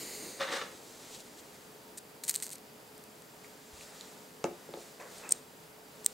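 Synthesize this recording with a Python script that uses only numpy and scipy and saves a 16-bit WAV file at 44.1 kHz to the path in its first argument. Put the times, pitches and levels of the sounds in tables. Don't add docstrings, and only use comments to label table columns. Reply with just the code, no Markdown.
import sys
import numpy as np
from scipy import signal
from scipy.fft import rfft, irfft
from scipy.io import wavfile
from scipy.ndimage import uniform_filter1d, map_coordinates

SR = 44100
rng = np.random.default_rng(int(sys.argv[2]) if len(sys.argv) > 2 else 0)


def materialize(psi):
    bounded = np.clip(np.atleast_2d(psi).T, -1, 1)
    quanta = np.round(bounded * 32767).astype(np.int16)
    wavfile.write(sys.argv[1], SR, quanta)


def magnitude_from_level(level_db):
    exponent = np.asarray(level_db, float) / 20
    return 10 ** exponent


N = 270312


def rms_one(x):
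    return x / np.sqrt(np.mean(x ** 2) + 1e-20)


def shaped(x, points):
    points_hz, points_db = np.transpose(points)
    hz = np.maximum(np.fft.rfftfreq(N, 1 / SR), 1)
    db = np.interp(np.log(hz), np.log(points_hz), points_db)
    return irfft(rfft(x) * magnitude_from_level(db), N)


def drift(rate):
    knots = rng.standard_normal(int(N / SR * 60) + 2)
    smooth = uniform_filter1d(knots, max(1, int(30 / rate)), mode="wrap")
    return np.interp(np.arange(N) / SR * 60, np.arange(len(knots)), rms_one(smooth))


def white():
    return rng.standard_normal(N)


def grains(per_s, spread_db):
    sizes = magnitude_from_level(spread_db * np.minimum(rng.exponential(1, N), 5)) * rng.choice([-1, 1], N)
    return sizes * (rng.random(N) < per_s / SR) + 1e-18


def wide(source, spectrum, side):
    mid = rms_one(shaped(source(), spectrum))
    other = rms_one(shaped(source(), spectrum))
    return mid + shaped(other, side) * [[1], [-1]]


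def resonances(x, peaks):
    out = 0
    for k, (hz, width, db) in enumerate(peaks):
        r = np.exp(-np.pi * width / SR)
        top = [(1 - r * r) / 2, 0, (r * r - 1) / 2]
        bottom = [1, -2 * r * np.cos(2 * np.pi * hz / SR), r * r]
        out = out + (-1) ** k * magnitude_from_level(db) * signal.lfilter(top, bottom, x)
    return out


def ring(clicks, hz, t60):
    r, w = magnitude_from_level(-60 / (t60 * SR)), 2 * np.pi * hz / SR
    return signal.lfilter([0, np.sin(w)], [1, -2 * r * np.cos(w), r * r], clicks + 1e-18)


def ping(clicks, hz, t60):
    return 2 * ring(resonances(clicks + 1e-18, [(hz, .3 * hz, 0)]), hz, t60)


def short_rings(rows):
    return sum(ping(clicks_at([(s, db)]), hz, t60) for s, db, hz, t60 in rows)


def clicks_at(events, gains=1):
    events = np.array(events)
    clicks = np.zeros(N)
    clicks[np.round(events[:, 0] * SR).astype(int)] = magnitude_from_level(events[:, 1]) * gains
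    return clicks


def swells(events):
    t = np.arange(N) / SR
    levels = [db - 10 * np.maximum((s - t) / abs(rise), (t - s) / abs(fall)) for s, db, rise, fall in events]
    return magnitude_from_level(np.max(levels, axis=0))


def band(x, order, low_hz, high_hz):
    return signal.sosfilt(signal.butter(order, [low_hz, high_hz], "band", fs=SR, output="sos"), x)


# (frequency [Hz], level [dB per Hz])
JET_COLOUR = [(500, -52), (1000, -10), (1700, -9), (2080, -3), (2500, -10), (3400, -3.5), (4100, -2.5),
              (5600, -4.5), (7000, -1), (8100, 0), (9000, -3.5), (15800, -8.5)]
# (frequency [Hz], level [dB per Hz])
FLAME_COLOUR = [(80, -20), (200, -7), (400, -1), (800, -13.5), (1600, -21), (3000, -32)]
# (frequency [Hz], side minus mid [dB])
NEAR_WIDTH = [(60, -23), (500, -13), (1650, -13), (5000, -16), (15000, -23)]
# (time [s], jet hiss level [dB])
GAS_FLOW = [
    (0, -44),
    (.28, -46),
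    (.36, -49),
    (.45, -52),
    (.8, -65),
    (1.1, -82),
    (1.6, -90),
]
# (time [s], level [dB], rise [s], fall [s])
FLAME_FLARE = [
    (.28, -48, 0.36, .09),
]


def torch():
    n = np.arange(N)
    t = n / SR
    gas_db = np.interp(t, *np.transpose(GAS_FLOW), right=-200)
    jet = wide(white, JET_COLOUR, NEAR_WIDTH)
    bounce_ms = 0.428 + 0.08 * t
    lag = bounce_ms * SR / 1000
    bounce = np.array([map_coordinates(ear, [n - lag], order=3, mode="wrap") for ear in jet])
    jet = jet + .56 * bounce
    low = signal.sosfiltfilt(signal.butter(3, 9800, fs=SR, output="sos"), jet)
    top_db = np.maximum(-3 + 1.1 * (gas_db - gas_db[0]), -8)
    jet = low + magnitude_from_level(top_db) * (jet - low)
    roar = wide(white, FLAME_COLOUR, NEAR_WIDTH) * magnitude_from_level(0.5 * drift(12))
    flame = np.maximum(magnitude_from_level(-50 - 10 * t), swells(FLAME_FLARE))
    return magnitude_from_level(gas_db) * jet * magnitude_from_level(0.53 * drift(18)) + flame * roar


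# (frequency [Hz], level [dB per Hz])
AIR_COLOUR = [(15, -53), (25, -29), (110, -15.5), (137, -10), (242, -6.5), (353, -11.5), (426, -9.5),
              (462, -9), (908, -14.5), (1070, -17), (1440, -18.5), (2210, -21.5), (6700, -25.5),
              (8090, -25.5), (15900, -26.5)]
# (frequency [Hz], side minus mid [dB])
AIR_WIDTH = [(60, -15), (200, -13.5), (400, -7), (800, -2.5), (1800, -1), (4400, -6.5), (8000, -9),
             (15000, -19.5)]
# (frequency [Hz], width [Hz], rms level [dB])
FAN_BANDS = [(425, 14, -78), (928, 15, -74.5), (4755, 300, -73), (7540, 66, -74.5)]


def background():
    air = magnitude_from_level(-54.5) * wide(white, AIR_COLOUR, AIR_WIDTH) * magnitude_from_level(.5 * drift(4))
    fan = 0
    for hz, width, db in FAN_BANDS:
        peak = [(hz, width, 0)]
        fan = fan + magnitude_from_level(db) * rms_one(resonances(resonances(white(), peak), peak))
    blade_hz = 427.4 + 1.55 * drift(2.95)
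    blades = magnitude_from_level(-64 + 3) * np.sin(2 * np.pi * np.cumsum(blade_hz) / SR)
    return air + fan + blades


# (frequency [Hz], width [Hz], level [dB])
TABLE_RINGING = [(291, 110, -6), (540, 61, 2.5), (794, 160, -4), (1260, 210, -0.5), (1660, 230, -0.5),
                 (1990, 450, -3), (2900, 290, -6), (3620, 580, -7.5)]
# (time [s], body level [dB], bright edge level [dB], rise [s], fall [s])
TABLE_SHOVES = [
    (.408, -32.5, -47, 0.0071, 0.05),
    (.482, -38, -53, 0.024, 0.082),
    (.506, -37.5, -64, .012, .07),
    (.527, -32.5, -41, 0.016, 0.076),
    (.615, -35, -62, 0.0054, .02),
    (.635, -50, -67, .02, .06),
]


def drag():
    slips = grains(7000, spread_db=2.5) * magnitude_from_level(.8 * drift(30))
    edge = band(slips, 2, 4500, 9500)
    body = swells(np.delete(TABLE_SHOVES, 2, axis=1))
    grit = swells(np.delete(TABLE_SHOVES, 1, axis=1))
    return body * rms_one(resonances(slips, TABLE_RINGING)) + grit * rms_one(edge)


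# (frequency [Hz], level [dB per Hz])
CLOTH_COLOUR = [(880, -7), (1500, -22), (1840, -10), (2550, -5), (3750, -0.5), (5840, -2), (7210, 1),
                (11700, -11), (15000, -20)]
# (frequency [Hz], level [dB per Hz])
RUB_COLOUR = [(250, -25), (500, 10), (750, 3), (1200, 3), (1550, 1), (1950, 2.5), (2300, -3.5), (2650, -6),
              (3200, -45)]
# (time [s], rustle level [dB], dull rubbing level [dB], rise [s], fall [s])
ARM_MOVES = [(.72, -57.5, -77, .05, 0.29), (.94, -55.5, -82, .4, 0.57), (1.09, -53, -60, 0.33, .07),
             (1.15, -47.5, -61, 0.089, 0.042), (1.205, -49.5, -68, 0.031, .022),
             (1.27, -58, -62.5, 0.13, 0.39), (1.39, -51.5, -66, 0.029, .025), (1.56, -59, -63, 0.18, 0.16),
             (3.445, -58, -56.5, .022, .04), (3.74, -57, -60, .06, .15), (3.82, -52, -59.5, .12, 0.12),
             (4.01, -55.5, -59.5, 0.62, 0.32), (4.452, -55, -45.5, 0.009, 0.02),
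             (4.6, -63, -61.5, 0.26, 0.7), (4.82, -55.5, -60.5, 0.16, 0.23),
             (5.001, -55, -45.5, 0.0046, 0.063), (5.09, -65, -53, .1, 0.068),
             (5.17, -52.5, -57.5, 0.16, 0.17), (5.255, -59.5, -49, 0.06, 0.095),
             (5.335, -51.5, -61, 0.11, 0.064), (6.12, -58.5, -69, 0.22, .2)]


def sleeves():
    cloth = wide(lambda: grains(15000, spread_db=0.0), CLOTH_COLOUR, NEAR_WIDTH) * magnitude_from_level(0.87 * drift(25))
    rub = wide(white, RUB_COLOUR, NEAR_WIDTH) * magnitude_from_level(1.4 * drift(25))
    rustle = swells(np.delete(ARM_MOVES, 2, axis=1))
    dull = swells(np.delete(ARM_MOVES, 1, axis=1))
    return rustle * cloth + dull * rub


# (time [s], peak level [dB], pitch [Hz], t60 [s])
SMALL_TICKS = [(1.065, -52, 2960, 0.0054), (3.445, -42, 2140, 0.005), (3.81, -39, 2510, 0.003),
               (4.0098, -34, 4000, 0.0035), (4.0099, -46, 5600, 0.0045), (4.0101, -40, 7160, 0.0049),
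               (4.4416, -24.5, 6200, 0.0015), (4.4418, -34.5, 8600, 0.0027), (4.442, -28.5, 2640, 0.0032),
               (4.4415, -31, 3870, 0.0013), (4.4502, -44, 7000, .005), (4.453, -58, 10900, .04),
               (4.7387, -36, 3700, 0.0022), (4.7388, -44, 2220, 0.0038), (5.183, -43, 8600, .008),
               (5.183, -49, 5000, 0.0086), (5.237, -54.5, 2610, 0.084), (5.275, -58, 2640, 0.12),
               (5.253, -50, 2470, 0.035)]


def ticks():
    return short_rings(SMALL_TICKS)


# (frequency [Hz], width [Hz], level [dB])
COIL_RINGING = [(2000, 630, -11.5), (4200, 750, -4), (6600, 1400, -4), (8500, 1120, 2), (12300, 4400, -10)]
# (time [s], peak level [dB])
LARGE_SPITS = [(1.9775, -44), (1.9834, -30), (2.2397, -25.5), (2.244, -33), (2.2502, -26), (2.2821, -22),
               (2.2848, -19), (2.2878, -26), (2.293, -19), (2.295, -8.5), (2.2989, -12.5), (2.3122, -18),
               (2.3417, -19.5), (2.3465, -17.5), (2.3549, -16), (2.3607, -13.5), (2.3789, -31),
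               (2.4015, -24.5), (2.4243, -18.5), (2.4339, -23), (2.4431, -24), (2.4664, -22), (2.4928, -28),
               (2.504, -27), (2.531, -22), (2.5575, -34), (2.5828, -34), (2.9797, -36.5), (3.0393, -33),
               (3.2217, -39)]
# (time [s], length [s], level at start [dB], level at end [dB])
BOIL_BURSTS = [(1.975, 0.014, -43, -45.5), (2.238, 0.015, -38, -54), (2.256, 0.024, -55, -52),
               (2.281, 0.02, -37, -36), (2.306, 0.025, -38, -56), (2.332, 0.029, -53, -43.5),
               (2.363, 0.028, -50, -57), (2.392, 0.047, -57, -51), (2.427, 0.01, -35.5, -60),
               (2.438, 0.046, -47, -54), (2.514, 0.021, -46.5, -45), (2.539, 0.014, -51, -59),
               (2.556, 0.0048, -45, -53)]


def coil():
    t = np.arange(N) / SR
    edge_s = .003
    bursts = 0
    for s, length, start, end in BOIL_BURSTS:
        times = [s - edge_s, s, s + length, s + length + edge_s]
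        bursts = bursts + magnitude_from_level(np.interp(t, times, [start - 15, start, end, end - 15], -200, -200))
    fizz = rms_one(resonances(grains(12000, spread_db=2.4), COIL_RINGING))
    small = magnitude_from_level(12.5) * bursts * grains(300, spread_db=3.5)
    luck = magnitude_from_level(rng.normal(0, 3, (len(LARGE_SPITS), len(COIL_RINGING) + 1)))
    luck = luck * rng.choice([-1, 1], (len(LARGE_SPITS), 1))
    spits = [clicks_at(LARGE_SPITS, gains) + small for gains in luck.T]
    rung = sum((-1) ** k * resonances(spits[k], [peak]) for k, peak in enumerate(COIL_RINGING))
    snap = band(spits[-1], 1, 2000, 12000)
    pops = magnitude_from_level(12.0) * rung + magnitude_from_level(-3.0) * snap
    return bursts * fizz + pops + 0.18 * np.roll(pops, 11)


# (time [s], peak level [dB], contact cut-off [Hz])
TABLE_KNOCKS = [
    (4.4414, -19.5, 2390),
    (4.51, -35.5, 600),
    (4.688, -36.5, 604),
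    (4.7376, -33.5, 1520),
    (4.771, -36, 1200),
    (4.999, -52, 2000),
    (5.031, -48, 2000),
    (5.253, -42.5, 1500),
    (5.312, -44, 900),
]
# (frequency [Hz], level [dB], t60 [s])
WOOD_RINGING = [(102, -20, 0.023), (148, -12, 0.054), (212, -5.5, 0.046), (250, -1, 0.049),
                (304, -11, 0.21), (351, -1, 0.14), (437, -13, 0.079), (564, 2.5, 0.029), (712, -1.5, 0.047),
                (853, -4.5, 0.085), (1280, 0.5, 0.013), (1610, -13.5, 0.055), (2220, -7, 0.016),
                (2630, -13, 0.058)]


def knocks():
    pushes = np.array([band(clicks_at([(s, db)]) + 1e-18, 2, 95, hz) for s, db, hz in TABLE_KNOCKS])
    push = pushes.sum(axis=0)
    spot = magnitude_from_level(rng.normal(0, 1.5, (len(TABLE_KNOCKS), len(WOOD_RINGING))))
    wood = 0
    for k, (hz, db, t60) in enumerate(WOOD_RINGING):
        wood = wood + (-1) ** k * magnitude_from_level(db) * ring(spot[:, k] @ pushes, hz, t60)
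    t = np.arange(N) / SR - 3.74
    jolt = magnitude_from_level(-50) * np.exp(-(t / 0.01) ** 2) * np.sin(2 * np.pi * 61.6 * t)
    thud = magnitude_from_level(4) * ring(push, 386, 0.013)
    return jolt - magnitude_from_level(7.0) * push - thud - magnitude_from_level(-6.5) * wood


# (time [s], peak level [dB], brightness above 10 kHz [dB], touches [count])
SWITCH_CONTACTS = [(5.2919, -24, -4, 1), (5.306, -41, -15, 1), (5.3086, -21, -18, 1), (5.3099, -25, -10, 1),
                   (5.3141, -29, -14, 3), (5.3207, -12, -9, 3), (5.3242, -23, -5, 1), (6.0455, -36, 0, 1),
                   (6.0462, -28, -2, 1), (6.049, -44, -8, 3), (6.055, -44, 0, 4), (6.061, -23, 0, 1),
                   (6.0621, -7.5, 2, 1), (6.064, -25, 0, 1), (6.071, -36, -8, 1)]
# (frequency [Hz], level [dB], t60 [s])
SPRING_RINGING = [(4000, -15, 0.0021), (5600, -7, 0.0012), (6550, -11, 0.0049), (7100, -9.5, 0.0042),
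                  (8410, 3, 0.0027), (9300, -35, 0.0014), (11100, -22, .004), (12160, -11, 0.0049),
                  (15300, -15, 0.0026), (7850, -19, 0.0075), (8600, -49, 0.31), (7500, -56, .15)]


def switch():
    touches = []
    for s, db, bright, count in SWITCH_CONTACTS:
        for k in range(count):
            later = .00117 * k * (1 - .105 * (k - 1))
            touches.append((s + later, db + 1.5 * k, bright))
    touches = np.array(touches)
    luck = magnitude_from_level(rng.normal(0, 1.5, (len(touches), len(SPRING_RINGING))))
    luck = luck * (-1) ** np.arange(len(SPRING_RINGING))
    luck = luck * magnitude_from_level(np.outer(touches[:, 2], np.array(SPRING_RINGING)[:, 0] > 10000))
    out = 0
    for k, (hz, db, t60) in enumerate(SPRING_RINGING):
        out = out + magnitude_from_level(db) * ping(clicks_at(touches, luck[:, k]), hz, t60)
    return magnitude_from_level(-5.5) * out


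# (time [s], peak level [dB], pitch [Hz], t60 [s])
HOUSING_RINGS = [
    (5.322, -33, 2340, 0.0033),
    (5.3225, -45, 1440, 0.007),
    (5.33, -75, 8600, 0.17),
    (6.0625, -37.5, 2000, 0.0086),
    (6.0625, -24, 3800, 0.004),
]


def housing():
    return short_rings(HOUSING_RINGS)


def room(x):
    t = np.arange(int(.4 * SR)) / SR
    t60_s, wall_cut_hz = 0.24, 4300
    mid, side = rng.standard_normal((2, len(t))) * magnitude_from_level(-60 * t / t60_s) * (t > .0015)
    side = signal.sosfilt(signal.butter(1, 900, "high", fs=SR, output="sos"), side)
    tail = mid + 0.75 * side * [[1], [-1]]
    tail = signal.sosfilt(signal.butter(1, wall_cut_hz, fs=SR, output="sos"), tail)
    tail = tail / np.sqrt(np.sum(tail[0] ** 2))
    return magnitude_from_level(-30) * signal.fftconvolve(x[None], tail, axes=1)[:, :N]


def scene():
    table = drag() + ticks() + knocks()
    near = coil() + switch() + housing()
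    hand = magnitude_from_level(-22) * np.roll(near, round(.0007 * SR)) * [[1], [-1]]
    dry = near + hand + table * magnitude_from_level(np.array([[.3], [-.3]]))
    return dry + room(near + magnitude_from_level(19.5) * table) + torch() + sleeves() + background()


def band_limit(x):
    return signal.sosfilt(signal.butter(12, 16640, fs=SR, output="sos"), x)


def record(dry):
    top_cut = signal.ellip(12, .3, 60, 15780, fs=SR, output="sos")
    mix = signal.sosfilt(top_cut, dry)
    return band_limit(mix)


dry = scene()
out = record(dry)
materialize(out)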